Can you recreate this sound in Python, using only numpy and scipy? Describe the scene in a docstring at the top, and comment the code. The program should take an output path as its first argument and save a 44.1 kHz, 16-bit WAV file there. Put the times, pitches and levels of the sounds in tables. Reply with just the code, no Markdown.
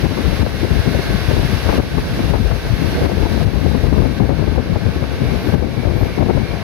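"""At the open window of a passenger train, rolling steadily through a curve.
The wheels roar and hiss on the rails and ring at their own pitches. Near the end one wheel sings softly,
and a flange (a wheel's guiding rim) brushes the rail with two faint, high sizzles.
Over it all, quick gusts thump, tear and slap at the left microphone of a camera held outside.
The right microphone is sheltered and catches only weaker swirls and puffs of air."""
import sys
import numpy as np
from scipy import signal
from scipy.fft import rfft, irfft, next_fast_len
from scipy.io import wavfile
from scipy.ndimage import uniform_filter1d, map_coordinates

SR = 44100
rng = np.random.default_rng(int(sys.argv[2]) if len(sys.argv) > 2 else 0)


def master(y):
    """Save y as 16-bit WAV."""
    cut = np.clip(np.atleast_2d(y).T, -1, 1)
    pcm = np.round(cut * 32767)  # scale
    wavfile.write(sys.argv[1], SR, pcm.astype(np.int16))


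N = 292362
TIME = np.arange(N) / SR


def amp(db):
    """Turn decibels into a number to multiply by."""
    return 10 ** (np.asarray(db) / 20)


def unit(x):
    """Scale a signal to an average strength (rms) of 1."""
    return x / np.sqrt(np.mean(x ** 2) + 1e-20)


def along(points, hz):
    """Read between (frequency, value) points, giving each octave equal room."""
    freqs, values = np.transpose(points)
    return np.interp(np.log(hz + 1), np.log(freqs + 1), values)


def curves(rows):
    """Turn each column after the time into one value per sample."""
    times, *columns = np.transpose(rows)
    return [np.interp(TIME, times, column) for column in columns]


def bell(x, centre, width):
    """A smooth bump of height 1, down to about a third at one width from its centre."""
    return np.exp(-np.minimum(((x - centre) / width) ** 2, 20))


def wobble(rate):
    """A smooth curve through `rate` random values a second."""
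    coarse = TIME[::16]
    points = rng.standard_normal(int(N * rate / SR) + 4)
    return np.interp(TIME, coarse, map_coordinates(points, [coarse * rate]))


def filtered(x, response):
    """Turn each frequency of x up or down by response(hz)."""
    size = next_fast_len(N + SR // 4)
    return irfft(rfft(x, size) * response(np.fft.rfftfreq(size, 1 / SR)), size)[..., :N]


def noise(spectrum):
    """Noise of strength 1 with the given tone colour."""
    return unit(filtered(rng.standard_normal(N), lambda hz: amp(along(spectrum, hz))))


def swirls(spectrum, span_s):
    """Swirling air: noise whose strength is evened out over span_s seconds."""
    air = noise(spectrum)
    size = max(int(span_s * SR), 2)
    power = uniform_filter1d(uniform_filter1d(air ** 2, size), size)
    return unit(air / np.sqrt(np.abs(power) + 0.076))


def arrival(spectrum, shares, lead_s):
    """Noise that both microphones hear, the left one lead_s sooner (later if negative)."""
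    delay = lambda hz: np.exp(-1j * np.pi * hz * lead_s * np.array([[-1], [1]]))
    gain = lambda hz: amp(along(spectrum, hz)) * np.sqrt(np.abs(along(shares, hz)))
    return filtered(rng.standard_normal(N), lambda hz: gain(hz) * delay(hz))


# Wheel noise that comes straight, or bounces off the coach: (frequency [Hz], share of power [0-1])
STRAIGHT_SHARE = [(300, 0.52), (700, 0.72), (1200, 0.98), (1550, 0.53), (1900, 0.17), (2500, 0.49),
                  (3200, 0.13), (4500, 0.033)]
BOUNCED_SHARE = [(1800, 0.024), (2400, 0.074), (3600, 0.23), (4500, 0.26), (7000, 0.13), (11000, .03)]

def at_microphones(spectrum):
    """Stereo noise that arrives three ways: straight, bounced, and scattered from all around."""
    rest = lambda hz: np.clip(1 - along(STRAIGHT_SHARE, hz) - along(BOUNCED_SHARE, hz), 0, 1)
    white = rng.standard_normal((2, N))
    scattered = filtered(white, lambda hz: amp(along(spectrum, hz)) * np.sqrt(rest(hz)))
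    straight = arrival(spectrum, STRAIGHT_SHARE, lead_s=-0.000058)
    bounced = arrival(spectrum, BOUNCED_SHARE, lead_s=0.000451)
    return unit(scattered + straight + bounced)


# Pitches at which wheels and rails ring: (pitch [Hz], width [Hz], typical boost [dB])
WHEEL_RINGS = [(479, 72.4, 3.5), (675, 33, 6), (1100, 39.2, 4), (1543, 43, 5.5), (1675, 68, 3.5),
               (1920, 47, 1.5), (2156, 35, 5), (2300, 55, 1.5), (2714, 120, 2), (3460, 100, 2),
               (3860, 150, 3), (4220, 84, 3.5), (4870, 170, 2)]

def ringing(rush, shimmer_db=3, swells_per_s=7):
    """Wheels and rails boost narrow bands of the noise; each band swells and fades on its own."""
    size = next_fast_len(N + SR // 4)
    spectrum, hz = rfft(rush, size), np.fft.rfftfreq(size, 1 / SR)
    ring = 0
    for centre, width, db in WHEEL_RINGS:
        band = irfft(spectrum * bell(hz, centre, width), size)[:, :N]
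        ring = ring + (amp(db) - 1) * band * unit(amp(shimmer_db * wobble(swells_per_s)))
    return ring


# Sudden drops in the rolling noise: (time [s], depth [dB])
ROLLING_DIPS = [(0.02, 3), (0.425, 5.5), (1.78, 6.5), (2.31, 4.5), (2.501, 1.5), (3.06, 2.5), (3.44, 5),
                (3.87, 2), (4.19, 3.5), (4.57, 1.5), (5.545, 7), (6.18, 2)]

def dip_db(fall_s=0.01, recover_s=0.61):
    """The level drops quickly and creeps back; close dips pile up."""
    return -sum(depth * np.clip((TIME - start) / fall_s, 0, 1) * np.exp(-np.abs(TIME - start) / recover_s)
                for start, depth in ROLLING_DIPS)


# How loud the rolling is, before the dips: (time [s], relative level [dB])
ROLLING_LEVEL = [(0, -33), (0.4, -31.5), (0.6, -30.5), (1.5, -31.5), (1.85, -31.5), (2.25, -31.2),
                 (2.9, -31), (3.35, -32), (4.3, -34.5), (5.1, -35.5), (5.5, -34.5), (5.9, -35), (6.6, -35)]
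# How its tone shifts along the curve: (time [s], amount of ringing [x], roar [dB], treble [dB])
ROLLING_TONE = [(0, 0.26, -2, -1), (0.9, 1.44, -0.5, 1.5), (1.6, 0.83, -3.5, 0.5), (2.6, 0.86, 0, 1.2),
                (3.25, 1.1, 0.5, 0), (3.7, 1.06, -1.5, 1), (4.6, 0.99, -0.5, -4), (5.4, 1, 2, -2.5),
                (5.9, 0.9, 1, -1.5), (6.6, 1.07, 2, -4)]
# Tone colours of the low roar and of the hiss: (frequency [Hz], relative level [dB])
ROAR_COLOUR = [(25, -30), (60, -9), (120, 1.5), (250, -3), (430, 1), (700, -8.5), (900, -8), (1400, -26),
               (4000, -78)]
HISS_COLOUR = [(300, -3.5), (700, 2.5), (1000, -1), (1500, 2.5), (2200, 1.5), (2500, 0.2), (3100, -2),
               (4000, -3), (5000, -5.5), (6000, -9.5), (7000, -19), (8500, -19.5), (10500, -13.5),
               (13500, -17.5), (15700, -27)]
# Which side hears more hiss: (frequency [Hz], left minus right [dB])
HISS_BALANCE = [(800, -0.5), (1600, 2.5), (2400, -1), (3200, -2), (4000, -3.5), (5000, -3.5), (6300, -3),
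                (8000, -2.5), (10000, -7), (12000, -4), (14500, 0)]

def rolling(hiss_db=4, roar_db=3, unrest_db=0.45):
    """Rough rails shake the track and wheels, making a low roar and a hiss that both ring."""
    level_db = curves(ROLLING_LEVEL)[0] + dip_db()
    ring_amount, extra_roar_db, treble_db = curves(ROLLING_TONE)
    sides = np.array([[.5], [-.5]])
    hiss = filtered(at_microphones(HISS_COLOUR), lambda hz: amp(along(HISS_BALANCE, hz) * sides))
    treble = filtered(hiss, lambda hz: hz ** 2 / (hz ** 2 + 7000 ** 2))
    hiss = hiss + (amp(treble_db) - 1) * treble
    roar = at_microphones(ROAR_COLOUR)
    rush = amp(hiss_db) * hiss + amp(roar_db + extra_roar_db) * roar
    return amp(level_db + unrest_db * wobble(25)) * (rush + ring_amount * ringing(rush))


# One wheel tone that grows as the curve goes on: (time [s], level [dB], pitch [Hz])
WHEEL_SONG = [(0, -70, 2250), (4.2, -60, 2265), (5.3, -45, 2242), (5.52, -53, 2272), (5.6, -51, 2286),
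              (5.83, -38.5, 2260), (5.88, -49, 2260), (5.95, -40.5, 2262), (6.08, -41, 2320),
              (6.2, -49, 2230), (6.36, -45, 2236), (6.44, -41, 2260), (6.52, -37, 2310), (6.57, -49, 2350),
              (6.61, -40, 2266)]

def singing_wheel(width_hz=145, waver_db=1.5):
    """A vibrating wheel sings a blurred, wavering note that never settles into a squeal."""
    level_db, pitch_hz = curves(WHEEL_SONG)
    blur = filtered(rng.standard_normal((2, 3, N)), lambda hz: bell(hz, 0, width_hz))
    phase = 2 * np.pi * np.cumsum(pitch_hz) / SR
    tones = blur[0] * np.cos(phase) + blur[1] * np.sin(phase)  # shared, left only, right only
    return amp(level_db + waver_db * wobble(16)) * unit(tones[0] + tones[1:])


# The flange touches the rail: (start [s], length [s], level [dB], pitch [Hz], width [Hz])
FLANGE_TOUCHES = [(5.379, 0.1, -50.5, 12310, 1500), (5.962, 0.04, -48, 12200, 850)]

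def flange_sizzle(right_db=-6, grain_db=3.0, rise_s=0.055, fade_s=0.08):
    """A very high, grainy sizzle swells as the flange rubs the rail and fades as it lets go."""
    sizzle = 0
    for start, length, db, centre_hz, width_hz in FLANGE_TOUCHES:
        band = unit(filtered(rng.standard_normal(N), lambda hz: bell(hz, centre_hz, width_hz)))
        rise = np.clip(.5 + (TIME - start) / rise_s, 0, 1)
        fade = np.exp(-np.maximum(TIME - start - length, 0) / fade_s)
        sizzle = sizzle + amp(db) * rise * fade * band
    return sizzle * amp(grain_db * wobble(70)) * amp([[0], [right_db]])


# The breeze and the single puffs on the sheltered side: (time [s], relative level [dB])
SHELTERED_BREEZE = [(0, -34), (0.95, -28), (1.6, -35), (2.3, -35), (3.4, -34), (3.55, -45), (3.9, -32),
                    (5.4, -35), (6.15, -31), (6.6, -41)]
SHELTERED_PUFFS = [(0.41, -30), (0.74, -31), (1.1, -22), (1.38, -23.5), (1.77, -21), (1.9, -24),
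                   (2.06, -17.5), (2.2, -18.5), (2.41, -27), (2.66, -23.5), (2.79, -29), (2.99, -13.5),
                   (3.14, -26), (3.3, -32), (3.43, -32), (4.21, -29), (4.41, -34), (4.71, -24), (4.99, -24),
                   (5.17, -26), (5.25, -22.5), (5.43, -25), (5.7, -31), (6.0, -28), (6.3, -28)]
# Their tone colour: (frequency [Hz], relative level [dB])
SHELTERED_COLOUR = [(12, -55), (25, -25), (35, -39), (50, 0.5), (65, 4.5), (100, -5), (160, -0.5),
                    (300, -7.5), (600, -14), (1200, -27), (4000, -73)]

def sheltered_wind(level_db=-0.5, swing_db=-1.0, puff_half_s=0.041):
    """Weaker swirls curl round to the right microphone, now and then in a puff."""
    breeze_db, = curves(SHELTERED_BREEZE)
    breeze_power = amp(breeze_db + swing_db * wobble(10)) ** 2
    puff_power = sum(amp(db) ** 2 * bell(TIME, time, puff_half_s) for time, db in SHELTERED_PUFFS)
    return amp(level_db) * np.sqrt(breeze_power + puff_power) * swirls(SHELTERED_COLOUR, span_s=0.077)


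# Lulls in the wind on the left: (time [s], half length [s], depth [dB])
WIND_LULLS = [(0.503, 0.018, 8), (0.572, 0.015, 10), (0.677, 0.015, 6), (1.036, 0.036, 7.5),
              (1.258, 0.022, 4), (1.503, 0.02, -0.5), (1.86, 0.048, 6), (2.07, 0.044, 4), (2.608, 0.028, 5),
              (2.797, 0.018, -1.5), (2.973, 0.023, 9), (3.147, 0.012, 3), (3.517, 0.022, 1),
              (4.14, 0.04, 3), (4.823, 0.024, -0.5), (4.938, 0.016, 5), (5.085, 0.024, 2.5),
              (5.163, 0.026, 5), (5.271, 0.018, -3), (5.745, 0.032, 2.5), (6.153, 0.02, 5),
              (6.559, 0.039, -2)]

def lull_db():
    """The wind eases off smoothly and returns; a negative depth makes a small swell instead."""
    return -sum(depth * bell(TIME, time, half_length) for time, half_length, depth in WIND_LULLS)


# The air that keeps streaming past the train: (time [s], relative level [dB])
AIRSTREAM = [(0, -1), (0.55, 2.5), (1.2, 0), (1.6, -2), (1.86, -0.5), (2.3, -1), (2.62, -4), (2.95, 0.5),
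             (3.08, 1.5), (3.75, 2.5), (4.05, 2), (4.4, 1), (5.1, -3), (5.8, 1), (6.6, -1.5)]
# Strong gusts on the left: (start [s], length [s], relative thump [dB], relative tear [dB], pace [Hz])
WIND_GUSTS = [(0.026, 0.047, -14.5, -21.5, 98.3), (0.108, 0.016, -14.5, -23, 140.2),
              (0.173, 0.044, -31, -25, 138.7), (0.24, 0.057, -15.5, -27, 85.9),
              (0.316, 0.032, -23, -25.5, 96.1), (0.395, 0.051, -15.5, -26, 117.6),
              (0.594, 0.017, -17, -32, 124), (0.627, 0.031, -20, -26.5, 152.2),
              (0.7, 0.039, -13.5, -30, 109.7), (0.75, 0.061, -17, -47, 89.6),
              (0.864, 0.025, -13, -23, 162.6), (0.907, 0.014, -16.5, -32.0, 157.6),
              (0.942, 0.03, -16.5, -25, 107.6), (0.985, 0.019, -20, -23.5, 145.9),
              (1.089, 0.035, -19.5, -27.5, 96.2), (1.137, 0.025, -14, -27, 92.94),
              (1.281, 0.029, -14.5, -25, 102.8), (1.329, 0.027, -16, -29, 118.7),
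              (1.367, 0.038, -16, -22.5, 88.6), (1.431, 0.034, -14, -33, 115.3),
              (1.526, 0.031, -16, -41, 112.1), (1.653, 0.064, -17, -26, 88.16),
              (1.727, 0.032, -23, -23, 158.9), (1.779, 0.03, -13.5, -23, 154.7),
              (1.969, 0.026, -14, -24.5, 116.6), (2.192, 0.027, -19, -34, 128.6),
              (2.234, 0.049, -19, -26, 118.2), (2.292, 0.033, -15, -27.5, 93.3),
              (2.336, 0.031, -17, -29, 104.1), (2.394, 0.026, -13.5, -40, 114),
              (2.43, 0.046, -15, -30, 88.2), (2.503, 0.039, -13, -23, 86.45),
              (2.544, 0.035, -23.5, -49, 86.3), (2.697, 0.05, -15, -48, 96.3),
              (2.815, 0.069, -19.5, -34, 129.1), (2.921, 0.049, -27, -26.5, 91.2),
              (3.01, 0.061, -19, -22.5, 115.4), (3.091, 0.041, -30, -26, 140.6),
              (3.17, 0.069, -16.5, -23.5, 89.8), (3.249, 0.023, -23, -24.5, 115.7),
              (3.3, 0.023, -17.5, -31, 133.4), (3.343, 0.036, -18, -24, 117.2),
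              (3.401, 0.023, -15, -26, 127.1), (3.448, 0.022, -13, -38, 87.56),
              (3.534, 0.056, -17.5, -26.5, 106), (3.629, 0.06, -17, -26.5, 125.4),
              (3.7, 0.021, -17, -32.0, 109), (3.742, 0.045, -16.5, -26.5, 110.7),
              (3.833, 0.063, -14, -25, 101.1), (3.922, 0.02, -18, -20, 97.9),
              (3.972, 0.073, -13.5, -20.5, 112.3), (4.047, 0.034, -18, -23.5, 132),
              (4.201, 0.0533, -14.5, -23, 115.5), (4.285, 0.054, -16.5, -22.5, 101.8),
              (4.388, 0.059, -19, -23.5, 107.6), (4.457, 0.035, -16.5, -24.5, 105.2),
              (4.551, 0.062, -17, -25.5, 124), (4.696, 0.043, -14.5, -28, 113.9),
              (4.752, 0.027, -16, -25, 133.9), (4.852, 0.046, -14.5, -28.5, 125.5),
              (4.954, 0.023, -16.5, -29.5, 132.4), (5.012, 0.03, -22, -28, 128.9),
              (5.117, 0.027, -20, -26.5, 115.2), (5.202, 0.061, -19, -31, 110.9),
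              (5.313, 0.066, -19, -26, 104.8), (5.47, 0.041, -18, -23, 154.8),
              (5.522, 0.037, -15, -23.5, 114.2), (5.566, 0.026, -17, -31, 98.7),
              (5.615, 0.074, -39, -28, 130.2), (5.775, 0.025, -21, -45, 114.6),
              (5.85, 0.079, -18.5, -24.5, 106.8), (5.933, 0.07, -23, -28, 103.5),
              (6.008, 0.035, -15.0, -22.5, 117.2), (6.05, 0.066, -34, -28.5, 101.4),
              (6.176, 0.061, -15.5, -20.5, 124.6), (6.283, 0.035, -19, -18.5, 128.7),
              (6.348, 0.035, -15.5, -23, 104.9), (6.388, 0.044, -19.5, -26.5, 106.1),
              (6.512, 0.04, -35, -35, 94.4)]

def gust_strengths(rise_s=0.011, fall_s=0.021, sag_db_per_s=38, stream_thump_db=-23.5,
                   stream_tear_db=-33.5):
    """How hard the wind thumps and tears: each gust rises, sags and dies over the restless stream."""
    stream_db, = curves(AIRSTREAM)
    stream = amp(stream_db + 3 * np.minimum(wobble(28), 1))
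    flap = amp(np.minimum(wobble(50), 1))  # gusts flap by about 1 dB
    coarse = TIME[::64]
    power = 0
    for start, length, thump_db, tear_db, _ in WIND_GUSTS:
        rise = np.clip(.5 + (coarse - start) / rise_s, 0, 1)
        fall = np.clip(.5 + (start + length - coarse) / fall_s, 0, 1)
        sag = amp(-sag_db_per_s * np.clip(coarse - start, 0, length))
        power = power + (rise * sag * fall * amp([[thump_db], [tear_db]])) ** 2
    thump, tear = [flap * np.sqrt(np.interp(TIME, coarse, row)) for row in power]
    return np.hypot(thump, amp(stream_thump_db) * stream), np.hypot(tear, amp(stream_tear_db) * stream)


# Tone colour of the thump at normal pace: (frequency [Hz], relative level [dB])
THUMP_COLOUR = [(12, -45), (30, -17), (50, -1.5), (65, 2), (100, -2.5), (150, -5.5), (230, -10), (330, -22),
                (600, -35.5), (1500, -100)]

def large_swirls(normal_pace_hz=112.1):
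    """Large swirls make a deep rumble that runs slower or faster with the pace of each gust."""
    edges = [(start + length * end, hz) for start, length, _, _, hz in WIND_GUSTS for end in (0, 1)]
    speed = curves(sorted(edges))[0] / normal_pace_hz
    rumble = swirls(THUMP_COLOUR, span_s=0.027)
    return map_coordinates(rumble, [np.cumsum(speed)], order=3, mode='mirror')


# Tone colours of the tearing and of the crackle: (frequency [Hz], relative level [dB])
TEAR_COLOUR = [(100, -66), (200, -8.5), (270, 0), (400, -3), (550, -7), (700, -13.5), (900, -17),
               (1300, -30), (2200, -30.5), (4000, -61), (9000, -80)]
CRACKLE_COLOUR = [(300, -3), (700, 9), (1100, 5), (1700, -16), (2600, -22), (4500, -34), (9000, -60)]

def gusting_wind(thump_db=6.5, tear_db=7, sputter_db=3.0, ride_db=4.0, crackle_db=-7.5):
    """Gusts hit the left microphone: large swirls thump, and small ones tear in short sputters."""
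    thump, tear = gust_strengths()
    large = large_swirls()
    # small swirls ride on the pressure peaks of the large ones
    sputter = unit(amp(sputter_db * np.clip(wobble(170), -2, 1.5) + ride_db * np.minimum(abs(large), 2)))
    small = amp(tear_db) * tear * swirls(TEAR_COLOUR, span_s=0.02)
    # crackle grows with the square of the strength, so only the hardest gusts are bright
    crackle = amp(crackle_db) * tear ** 2 / tear.max() * noise(CRACKLE_COLOUR)
    flutter = unit(amp(1.3 * np.tanh(wobble(90))))
    return amp(lull_db()) * flutter * (amp(thump_db) * thump * large + sputter * (small + crackle))


# Sudden slaps of air: (time [s], relative thud [dB], fade [s], relative crack [dB])
AIR_SLAPS = [(0.463, -4.5, 0.0083, -27), (0.63, -6, 0.0052, -30), (0.646, -6, 0.006, -30),
             (0.992, -8, 0.005, -26), (1.31, -0.5, 0.0065, -22), (1.43, -9, 0.0044, -28),
             (1.688, -2.5, 0.01, -10), (1.725, -6, 0.006, -24), (1.741, -7, 0.0071, -24),
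             (1.779, -4, 0.0094, -22), (1.797, -5, 0.0049, -16), (1.979, -5.5, 0.0082, -17),
             (2.19, -6.5, 0.0085, -24), (2.334, -4.5, 0.01, -14.5), (2.354, -5.5, 0.0063, -21),
             (2.51, -10.5, 0.0093, -15), (2.857, -5, 0.0041, -34), (2.883, -7, 0.0031, -35),
             (3.016, -11, 0.0087, -30), (3.054, -6, 0.0095, -18), (3.259, -8, 0.0071, -28),
             (3.413, -8, 0.0076, -26), (3.772, -9, 0.0053, -21), (3.927, -10, 0.0096, -32),
             (3.963, -12, 0.0059, -29), (4.198, -5.5, 0.0098, -30), (4.302, -6, 0.0072, -27),
             (4.343, -7, 0.0047, -29), (4.42, -5, 0.005, -25), (4.578, -1.5, 0.0088, -25),
             (4.76, -10, 0.0072, -36), (4.968, -15, 0.0047, -32), (5.038, -2.5, 0.0036, -20),
             (5.552, -3, 0.0043, -34), (5.637, -22, 0.006, -34), (5.776, -9, 0.0031, -36),
             (5.832, -12, 0.0049, -33), (5.874, -14, 0.0079, -27), (6.177, -10, 0.0044, -28),
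             (6.186, -15, 0.0035, -29), (6.209, -7, 0.0043, -23), (6.224, 0, 0.0045, -23),
             (6.26, -3, 0.0048, -27), (6.296, -3, 0.0098, -19.5), (6.373, -5.5, 0.006, -28)]
# Tone colours of a slap's thud and crack: (frequency [Hz], relative level [dB])
THUD_COLOUR = [(40, -34), (100, -4), (250, 6.5), (500, -0.5), (800, -7), (1300, -20), (2300, -45),
               (4000, -49), (9000, -75)]
CRACK_COLOUR = [(400, -32), (900, 6), (1500, -2), (2300, -6.5), (3200, -17), (6000, -45), (9000, -70)]

def air_slaps(level_db=-2, rise_s=0.0016):
    """A swirl bursts right on the left microphone: a sharp, short thud, sometimes with a clear crack."""
    age = np.arange(SR // 10) / SR
    force = np.zeros((2, N + SR))
    for start, thud_db, fade_s, crack_db in AIR_SLAPS:
        burst = (1 - np.exp(-age / rise_s)) * np.exp(-age / fade_s)
        first = round(start * SR)
        force[:, first:first + len(age)] += amp([[thud_db], [crack_db]]) * burst
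    thud, crack = amp(level_db) * force[:, :N]
    return thud * swirls(THUD_COLOUR, span_s=0.0029) + crack * swirls(CRACK_COLOUR, span_s=0.0027)


def scene():
    """Both microphones hear the train; each has its own wind."""
    train = rolling() + singing_wheel() + flange_sizzle()
    left_wind = gusting_wind() + air_slaps()
    return train + np.array([left_wind, sheltered_wind()])


# Treble bands that the microphone openings weaken: (frequency [Hz], width [Hz], left [dB], right [dB])
MIC_NOTCHES = [(7440, 190, -13, -12), (9010, 320, -21, -5)]

def record(dry, low_cut_hz=37.0, top_hz=15750, ceiling=0.92):
    """The camera cuts the deepest rumble, rounds off strong gusts and loses parts of the treble."""
    cut = signal.sosfilt(signal.butter(6, low_cut_hz, 'highpass', fs=SR, output='sos'), dry)
    rounded = cut / (1 + (cut / ceiling) ** 4) ** (1 / 4)
    notch_db = lambda hz: sum(bell(hz, centre, width) * np.array([[left], [right]])
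                              for centre, width, left, right in MIC_NOTCHES)
    return filtered(rounded, lambda hz: amp(notch_db(hz)) * (hz < top_hz))


dry = scene()
out = record(dry)
master(out)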